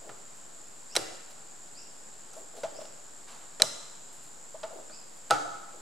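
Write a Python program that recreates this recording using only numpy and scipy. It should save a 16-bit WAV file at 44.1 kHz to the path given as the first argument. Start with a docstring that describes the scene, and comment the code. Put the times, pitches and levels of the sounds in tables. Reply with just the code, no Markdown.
"""A faint rub of metal is heard first, over a high insect whine, then taps, hollow knocks and scrapes.
Steel pliers work a small pin in a cast-iron housing, close to the microphone in a bare workshop.
Contacts excite damped modes and noise; three times the jaws creak, snap off the pin and rebound.
Knocks are tones bending up in pitch; scrapes and rubs are filtered noise; a reverberant tail rings on.
Outside, a small bird whistles rising chirps now and then, and throbbing band noise forms the insects."""
import sys
import numpy as np
from scipy import signal
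from scipy.fft import rfft, irfft
from scipy.io import wavfile
from scipy.ndimage import uniform_filter1d

SR = 44100
rng = np.random.default_rng(int(sys.argv[2]) if len(sys.argv) > 2 else 0)


def master(y):
    """Save y as 16-bit WAV."""
    cut = np.clip(np.atleast_2d(y).T, -1, 1)
    pcm = np.round(cut * 32767)  # scale
    wavfile.write(sys.argv[1], SR, pcm.astype(np.int16))


N = 256203
TIME = np.arange(N) / SR  # s


def undb(db):
    """Amplitude ratio: 20 dB is a factor of ten."""
    return 10 ** (np.asarray(db) / 20)


def unit(x):
    """Normalisation to a root-mean-square amplitude of 1."""
    return x / np.sqrt(np.mean(x ** 2))


def fade(t, t60):
    """Exponential decay, as of a linearly damped vibration: 60 dB down at t60."""
    return np.exp(-np.log(1000) * t / t60)


def lookup(points, hz, column=1):
    """Interpolation of a table column along a logarithmic frequency axis."""
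    table = np.array(points, float)
    return np.interp(np.log(hz + 1), np.log(table[:, 0]), table[:, column])


def colour(x, points, tilt_db=0):
    """Linear filtering by a (f/Hz, level/dB) spectrum with an added tilt in dB per octave."""
    hz = np.fft.rfftfreq(x.shape[-1], 1 / SR)
    octaves = np.log2((hz + 1) / SR)
    gain = undb(lookup(points, hz) + tilt_db * octaves)
    return irfft(rfft(x) * gain, x.shape[-1])


def walk(rate_hz):
    """Slow random fluctuation: smoothed random steps with a spread near 1."""
    step = int(SR / rate_hz)
    steps = np.repeat(rng.standard_normal(N // step + 1), step)
    return unit(uniform_filter1d(steps, step)[:N])


def add(track, s, sound):
    """Linear superposition of a sound on a track from time s."""
    start = max(int(s * SR), 0)
    size = min(sound.shape[-1], N - start)
    track[..., start:start + size] += sound[..., :size]


def ring(modes, t):
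    """Modal superposition after one tap, peak 1; neighbouring modes start in opposite senses."""
    total = np.zeros(len(t))
    for k, (hz, db, t60) in enumerate(modes):
        total += (-1) ** k * undb(db) * fade(t, t60) * np.sin(2 * np.pi * hz * t)
    return total / np.abs(total).max()


# jaws touching or biting the pin: t/s, crunch level/dB, spectral tilt/(dB per octave)
PIN_TAPS = [(0.093, -39.5, -3.5), (1.378, -52, -2), (2.333, -46.5, 11), (2.566, -51, 3), (2.6336, -36, 0.9),
            (2.852, -46.5, 3), (4.632, -36.5, -1), (4.897, -48, -2.5)]
# jaws slipping off the pin: t/s, jaw ring level/dB, casting ring level/dB, crunch level/dB,
# creak lead/s, creak level/dB, creak tilt/(dB per octave),
# rebound level re snap/dB, rebound decay time T60/s, rebound tilt/(dB per octave)
PIN_SLIPS = [(0.9642, -10.5, -34, -16, 0.011, -27.5, 6, 0, 0.045, -3.5),
             (3.6202, 2.5, -32.5, -14.5, .0215, -32, 1, -24, .06, 1),
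             (5.3081, -18, -10.5, -17, 0.0054, -35, -2, -5, 0.21, -1)]
TAP_JAW_DB, TAP_IRON_DB = -20, -1.5  # ring re the tap's crunch
# crunch decay of a firm bite, that bite's level, and the drop in level that halves the decay
BITE_T60_S, BITE_DB, BITE_HALVING_DB = 0.1, -33, 15
CREAK_T60_S = 0.061  # crunch of the grip starting to give
CREAK_JAW_DB, CREAK_IRON_DB = -10, -1  # ring re the creak's crunch
SNAP_T60_S, SNAP_TILT_DB = 0.014, 6  # crunch decay; tilt per octave
REBOUND_S, REBOUND_CRUNCH_DB = 0.0046, -6.5  # delay after the snap; further change of the crunch


def contacts():
    """Impact and stick-slip: single taps, and slips that creak, snap and rebound.

    Yields time in s, jaw, casting and crunch levels in dB, crunch T60 in s, tilt in dB per octave.
    """
    for s, db, tilt_db in PIN_TAPS:
        bite_t60 = BITE_T60_S * 2 ** ((db - BITE_DB) / BITE_HALVING_DB)
        yield s, db + TAP_JAW_DB, db + TAP_IRON_DB, db, bite_t60, tilt_db
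    for (s, jaw_db, iron_db, crunch_db, lead_s, creak_db, creak_tilt_db,
         rebound_db, rebound_t60, rebound_tilt_db) in PIN_SLIPS:
        creak_jaw_db, creak_iron_db = creak_db + CREAK_JAW_DB, creak_db + CREAK_IRON_DB
        yield s - lead_s, creak_jaw_db, creak_iron_db, creak_db, CREAK_T60_S, creak_tilt_db
        yield s, jaw_db, iron_db, crunch_db, SNAP_T60_S, SNAP_TILT_DB
        rebound_crunch_db = crunch_db + rebound_db + REBOUND_CRUNCH_DB
        yield (s + REBOUND_S, jaw_db + rebound_db, iron_db + rebound_db,
               rebound_crunch_db, rebound_t60, rebound_tilt_db)


# modes of the hand-damped pliers: f/Hz, relative level/dB, decay time T60/s
PLIERS_MODES = [(1660, -27.5, 0.022), (2390, -26.5, 0.025), (2800, -28, 0.019), (3988, -2.5, 0.013),
                (4160, -3, 0.0067), (5130, -6, 0.0041), (6090, -12, 0.015), (7300, -6, 0.0036),
                (8140, -3, 0.0026), (8840, -6, 0.0062), (10080, -10.5, 0.0033), (12100, -19, 0.0053)]
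# modes of the casting and its lever: f/Hz, relative level/dB, decay time T60/s
CASTING_MODES = [(155, -36, 0.077), (298.4, -16.5, 0.14), (474, -14.5, 0.084), (517, -7.5, 0.048),
                 (702, 2, 0.037), (810, 1, 0.085), (937, 2.5, 0.011), (1208, -1.5, 0.091),
                 (1316, 0.5, 0.071), (1373, -4.5, 0.13), (1444, 0, 0.097), (4700, -12, 0.026)]
# spectrum of serrations crunching over the pin: f/Hz, relative level/dB
CRUNCH_SPECTRUM = [(60, -18), (140, -18), (220, -30), (300, 1), (400, 0.5), (600, 11.5), (1100, 0),
                   (1700, 2.5), (2200, -1), (3200, -2), (5200, -5), (8500, -9.5), (12000, -28),
                   (16000, -56)]


def blows(ring_room_db=-6.5, crunch_room_db=1.0, spread_s=0.026):
    """Modal excitation: contacts ring jaws and casting while the serrations crunch over the pin.

    Returns the near sound and the sound bound for the room.
    """
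    near, outward, t = np.zeros(N), np.zeros(N), TIME[:SR // 2]
    jaws, iron = ring(PLIERS_MODES, t), ring(CASTING_MODES, t)
    for s, jaw_db, iron_db, crunch_db, t60, tilt_db in contacts():
        noise = rng.standard_normal((2, len(t)))
        grit = undb(crunch_db) * unit(colour(noise, CRUNCH_SPECTRUM, tilt_db))
        iron_ring = undb(iron_db) * iron
        add(near, s, undb(jaw_db) * jaws + iron_ring + grit[0] * fade(t, t60))
        # the jaws beam their ring at the microphone
        jaw_outward = undb(jaw_db + ring_room_db) * jaws
        # the crunch scatters off hands and bench, smeared in time
        long_t60 = t60 + spread_s
        scattered = grit[1] * fade(t, long_t60) * np.sqrt(t60 / long_t60)
        add(outward, s, jaw_outward + iron_ring + undb(crunch_room_db) * scattered)
    # small parts radiate almost no bass
    low_cut = signal.butter(4, 105, "high", fs=SR, output="sos")
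    return signal.sosfilt(low_cut, near), signal.sosfilt(low_cut, outward)


# hollow knocks of the bored shaft: t/s, level/dB, decay time T60/s
SHAFT_KNOCKS = [(0.965, -34, 0.029), (2.365, -40, 0.072), (2.572, -46.5, 0.13), (2.636, -26.5, 0.079),
                (2.786, -32, 0.021), (2.813, -36.5, 0.032), (3.602, -31.5, 0.081), (3.629, -24, 0.031),
                (4.543, -35.5, 0.051), (4.634, -31.5, 0.078), (4.702, -40.5, 0.11), (4.785, -43, .045)]
# spectrum of the dull thud under each knock: f/Hz, relative level/dB
THUD_SPECTRUM = [(100, -62), (300, -7), (520, -2), (900, 10.5), (2000, -26), (6000, -50)]
KNOCK_HZ = 667  # the note on which every knock settles


def knocks(bend=0.34, settle_s=0.0048, swell_s=0.0025, choke=1.78, thud_db=-13):
    """Resonance under changing load: a note bends up as the jaws seat, then the grip chokes it."""
    out, t = np.zeros(N), TIME[:SR // 3]
    for s, db, t60 in SHAFT_KNOCKS:
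        pitch = KNOCK_HZ * (1 - bend * np.exp(-t / settle_s))
        note = np.sin(2 * np.pi * np.cumsum(pitch) / SR)
        thud = unit(colour(rng.standard_normal(len(t)), THUD_SPECTRUM))
        swell = 1 - np.exp(-t / swell_s)
        decay = fade(t ** choke, t60 ** choke)  # steepens with time
        add(out, s, undb(db) * swell * decay * (note + undb(thud_db) * thud))
    return out


# pressing and rubbing on the shaft: t/s, length/s, level/dB
SHAFT_RUBS = [(0.0, 0.12, -50.5), (2.34, 0.12, -53.5), (2.533, 0.075, -47.5), (2.68, 0.25, -54),
              (4.698, 0.14, -51), (5.725, 0.064, -54.5)]
# resonance of the bored shaft: f/Hz, relative level/dB
BORE_SPECTRUM = [(120, -47), (300, -2.5), (480, 0.5), (580, 3.5), (650, 6.5), (740, -1.5), (950, -15),
                 (1400, -28), (2000, -35), (6000, -34)]


def rubs(grain_db=3):
    """Friction-driven resonance: dense small slips of the jaws keep the bored shaft humming."""
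    pressure = np.zeros(N)
    for s, length_s, rub_db in SHAFT_RUBS:
        add(pressure, s, undb(rub_db) * np.sqrt(np.hanning(int(length_s * SR))))
    slips = rng.standard_normal(N) * undb(grain_db * walk(150))
    return pressure * unit(colour(slips, BORE_SPECTRUM))


# jaws and fingers sliding: t/s, decay time T60/s, level/dB
SLIDING_STROKES = [(0.345, 0.11, -62), (1.29, .08, -55), (2.349, 0.28, -56.5), (2.554, 0.34, -53.5),
                   (2.79, 0.15, -51.5), (3.265, 1, -51), (4.111, 0.28, -56.5), (4.215, 0.34, -57.5),
                   (5.15, 0.11, -60)]
# spectrum of a scrape before tilting: f/Hz, relative level/dB
SCRAPE_SPECTRUM = [(150, -9), (500, 8.5), (950, 12.5), (1400, 9.5), (1900, 3), (3400, 0), (4050, 2),
                   (4450, 2), (5200, -5), (9000, -5), (12000, -17), (16000, -40)]
SCRAPE_RISE_S = 0.021
# a firm scrape, its tilt per octave, and the tilt gained for each dB softer
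FIRM_DB, FIRM_TILT_DB, BRIGHTENING = -50, 0.5, 1.4


def scrapes(grain_db=4):
    """Sliding friction: dense tiny slips of uneven size; a lighter touch sounds brighter."""
    out, t = np.zeros(N), TIME[:SR]
    for s, t60, db in SLIDING_STROKES:
        tilt_db = FIRM_TILT_DB + BRIGHTENING * (FIRM_DB - db)
        slip_size = undb(grain_db * rng.standard_normal(len(t)))
        slips = rng.standard_normal(len(t)) * slip_size
        rise = np.minimum(t / SCRAPE_RISE_S, 1)
        decay = fade(np.maximum(t - SCRAPE_RISE_S, 0), t60)
        add(out, s, undb(db) * rise * decay * unit(colour(slips, SCRAPE_SPECTRUM, tilt_db)))
    return out


# stereo balance of the close work at the microphone: f/Hz, left minus right level/dB
CLOSE_BALANCE = [(200, -7), (380, 3), (700, 2.5), (1300, -2.5), (2400, -4), (4400, -2.5), (8100, 3.5),
                 (12000, -.5)]


def place(x):
    """Interaural-style level difference: a close sound as the left and right ports hear it."""
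    pan_db = lookup(CLOSE_BALANCE, np.fft.rfftfreq(N, 1 / SR))
    gains = undb(np.array([pan_db, -pan_db]) / 2)
    return irfft(rfft(x) * gains, N)


# rising bird chirps: t/s, start f/Hz of the stronger second harmonic, level/dB
BIRD_CHIRPS = [(0.893, 4600, -47), (1.748, 4340, -48), (2.738, 4480, -49.5), (4.903, 4180, -49)]
CHIRP_S, CHIRP_RISE = 0.053, 1.33  # length; end pitch over start pitch, before the quaver


def bird(curve=1.2, lower_db=-7):
    """Frequency modulation: quavering upward whistles whose second harmonic is the stronger."""
    out = np.zeros(N)
    u = np.linspace(0, 1, int(CHIRP_S * SR))  # progress through a chirp
    for s, start_hz, db in BIRD_CHIRPS:
        quaver = 1 + 0.02 * walk(900)[:len(u)]
        pitch = start_hz * (1 + (CHIRP_RISE - 1) * u ** curve) * quaver
        phase = np.pi * np.cumsum(pitch) / SR  # of the fundamental, at half that pitch
        swell = np.sqrt(u * np.abs(np.sin(np.pi * u)))
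        whistle = np.sin(2 * phase) + undb(lower_db) * u * np.sin(phase)
        add(out, s, undb(db) * swell * whistle)
    return out


# stereo width of diffuse sound: f/Hz, side minus mid level/dB
DIFFUSE_WIDTH = [(60, -22), (200, -2), (600, 1), (2400, -4.5), (4400, -4.5), (7500, -10.5), (12000, 0)]


def diffuse(size):
    """Diffuse field: partly coherent stereo noise that arrives from all sides."""
    mid, side = rng.standard_normal((2, size))
    side = colour(side, DIFFUSE_WIDTH)
    return np.array([mid + side, mid - side])


# spectrum of the insects' shrilling: f/Hz, relative level/dB
INSECT_SPECTRUM = [(5800, -76), (6500, -24), (6950, -15), (7330, -10.5), (7800, -15.5), (8400, -23),
                   (9300, -44.5), (12000, -63)]


def insects(db=-52, pulse_hz=75):
    """Amplitude modulation: narrow-band shrilling throbs at the pulse rate of the nearest singer."""
    phase = 2 * np.pi * np.cumsum(pulse_hz * (1 + 0.011 * walk(5.9))) / SR
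    throb = 1 + 0.2 * np.cos(phase) + 0.15 * np.cos(2 * phase)
    drift = undb(0.4 * walk(8))
    return undb(db) * unit(colour(diffuse(N) * throb * drift, INSECT_SPECTRUM))


# spectrum of the outdoor background: f/Hz, relative level/dB
AIR_SPECTRUM = [(20, -3), (60, -8), (100, -7), (140, 1.5), (320, 0), (800, 1), (1150, -2), (1500, -2.5),
                (2100, -8.5), (3500, -9), (5100, -6.5), (5900, -8), (11000, -14), (16000, -32.5)]
AIR_DB = -54


def air():
    """Stationary noise: soft, steady outdoor background through the open workshop."""
    return undb(AIR_DB) * unit(colour(diffuse(N), AIR_SPECTRUM))


# reverberation of the workshop: f/Hz, reverberant to direct energy level/dB, decay time T60/s
ROOM_BANDS = [(120, 8, 0.69), (296, 0.5, 0.62), (633, -7.5, 0.8), (765, -7, 1), (1250, -6, 1),
              (2360, -10, 0.98), (4160, -9, 0.95), (6960, -7.5, 0.78), (8900, -11.5, 0.84),
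              (15000, -8.5, 0.36)]
# echoes from nearby surfaces: delay t/s, energy level/dB
SURFACE_ECHOES = [(.0122, -34), (.0232, -25)]


def room(x, gap_s=0.0009, build_s=0.0097):
    """Reverberation by convolution: early echoes and a diffuse tail whose decay varies with band."""
    t = TIME[:SR]
    hz, noise = np.fft.rfftfreq(SR, 1 / SR), rfft(diffuse(SR))
    onset = np.clip((t - gap_s) / build_s, 0, 1)
    response = np.zeros((2, SR))
    for k, (_, db, t60) in enumerate(ROOM_BANDS):
        # a triangle in log frequency: 1 at this band, 0 at its neighbours
        band = lookup([(row[0], j == k) for j, row in enumerate(ROOM_BANDS)], hz)
        envelope = onset * fade(t, t60)
        response += undb(db) * irfft(noise * band, SR) * envelope / np.linalg.norm(envelope)
    burst_t = t[:SR // 100]
    for delay_s, db in SURFACE_ECHOES:
        scatter = rng.standard_normal(len(burst_t)) * fade(burst_t, 0.0056)
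        add(response, delay_s, undb(db) * scatter / np.linalg.norm(scatter))
    return signal.fftconvolve(x[None], response, axes=1)[:, :N]


def scene(knock_room_db=-3, bird_room_db=11):
    """Direct and reverberant fields: the work is close and mostly direct, the bird far."""
    metal, metal_outward = blows()
    hollow, sliding, chirps = knocks() + rubs(), scrapes(), bird()
    sent = metal_outward + undb(knock_room_db) * hollow + sliding + undb(bird_room_db) * chirps
    close = place(metal + hollow + sliding)
    return close + chirps + room(sent) + insects() + air()


TOP_HZ = 15700


def record(dry):
    """Clipping and band limitation: clips at full scale, cuts the top and sits slightly off zero."""
    offset = -0.0035
    top_cut = signal.ellip(8, 0.2, 70, TOP_HZ, fs=SR, output="sos")
    return signal.sosfilt(top_cut, np.clip(dry, -1, 1)) + offset


dry = scene()
out = record(dry)
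master(out)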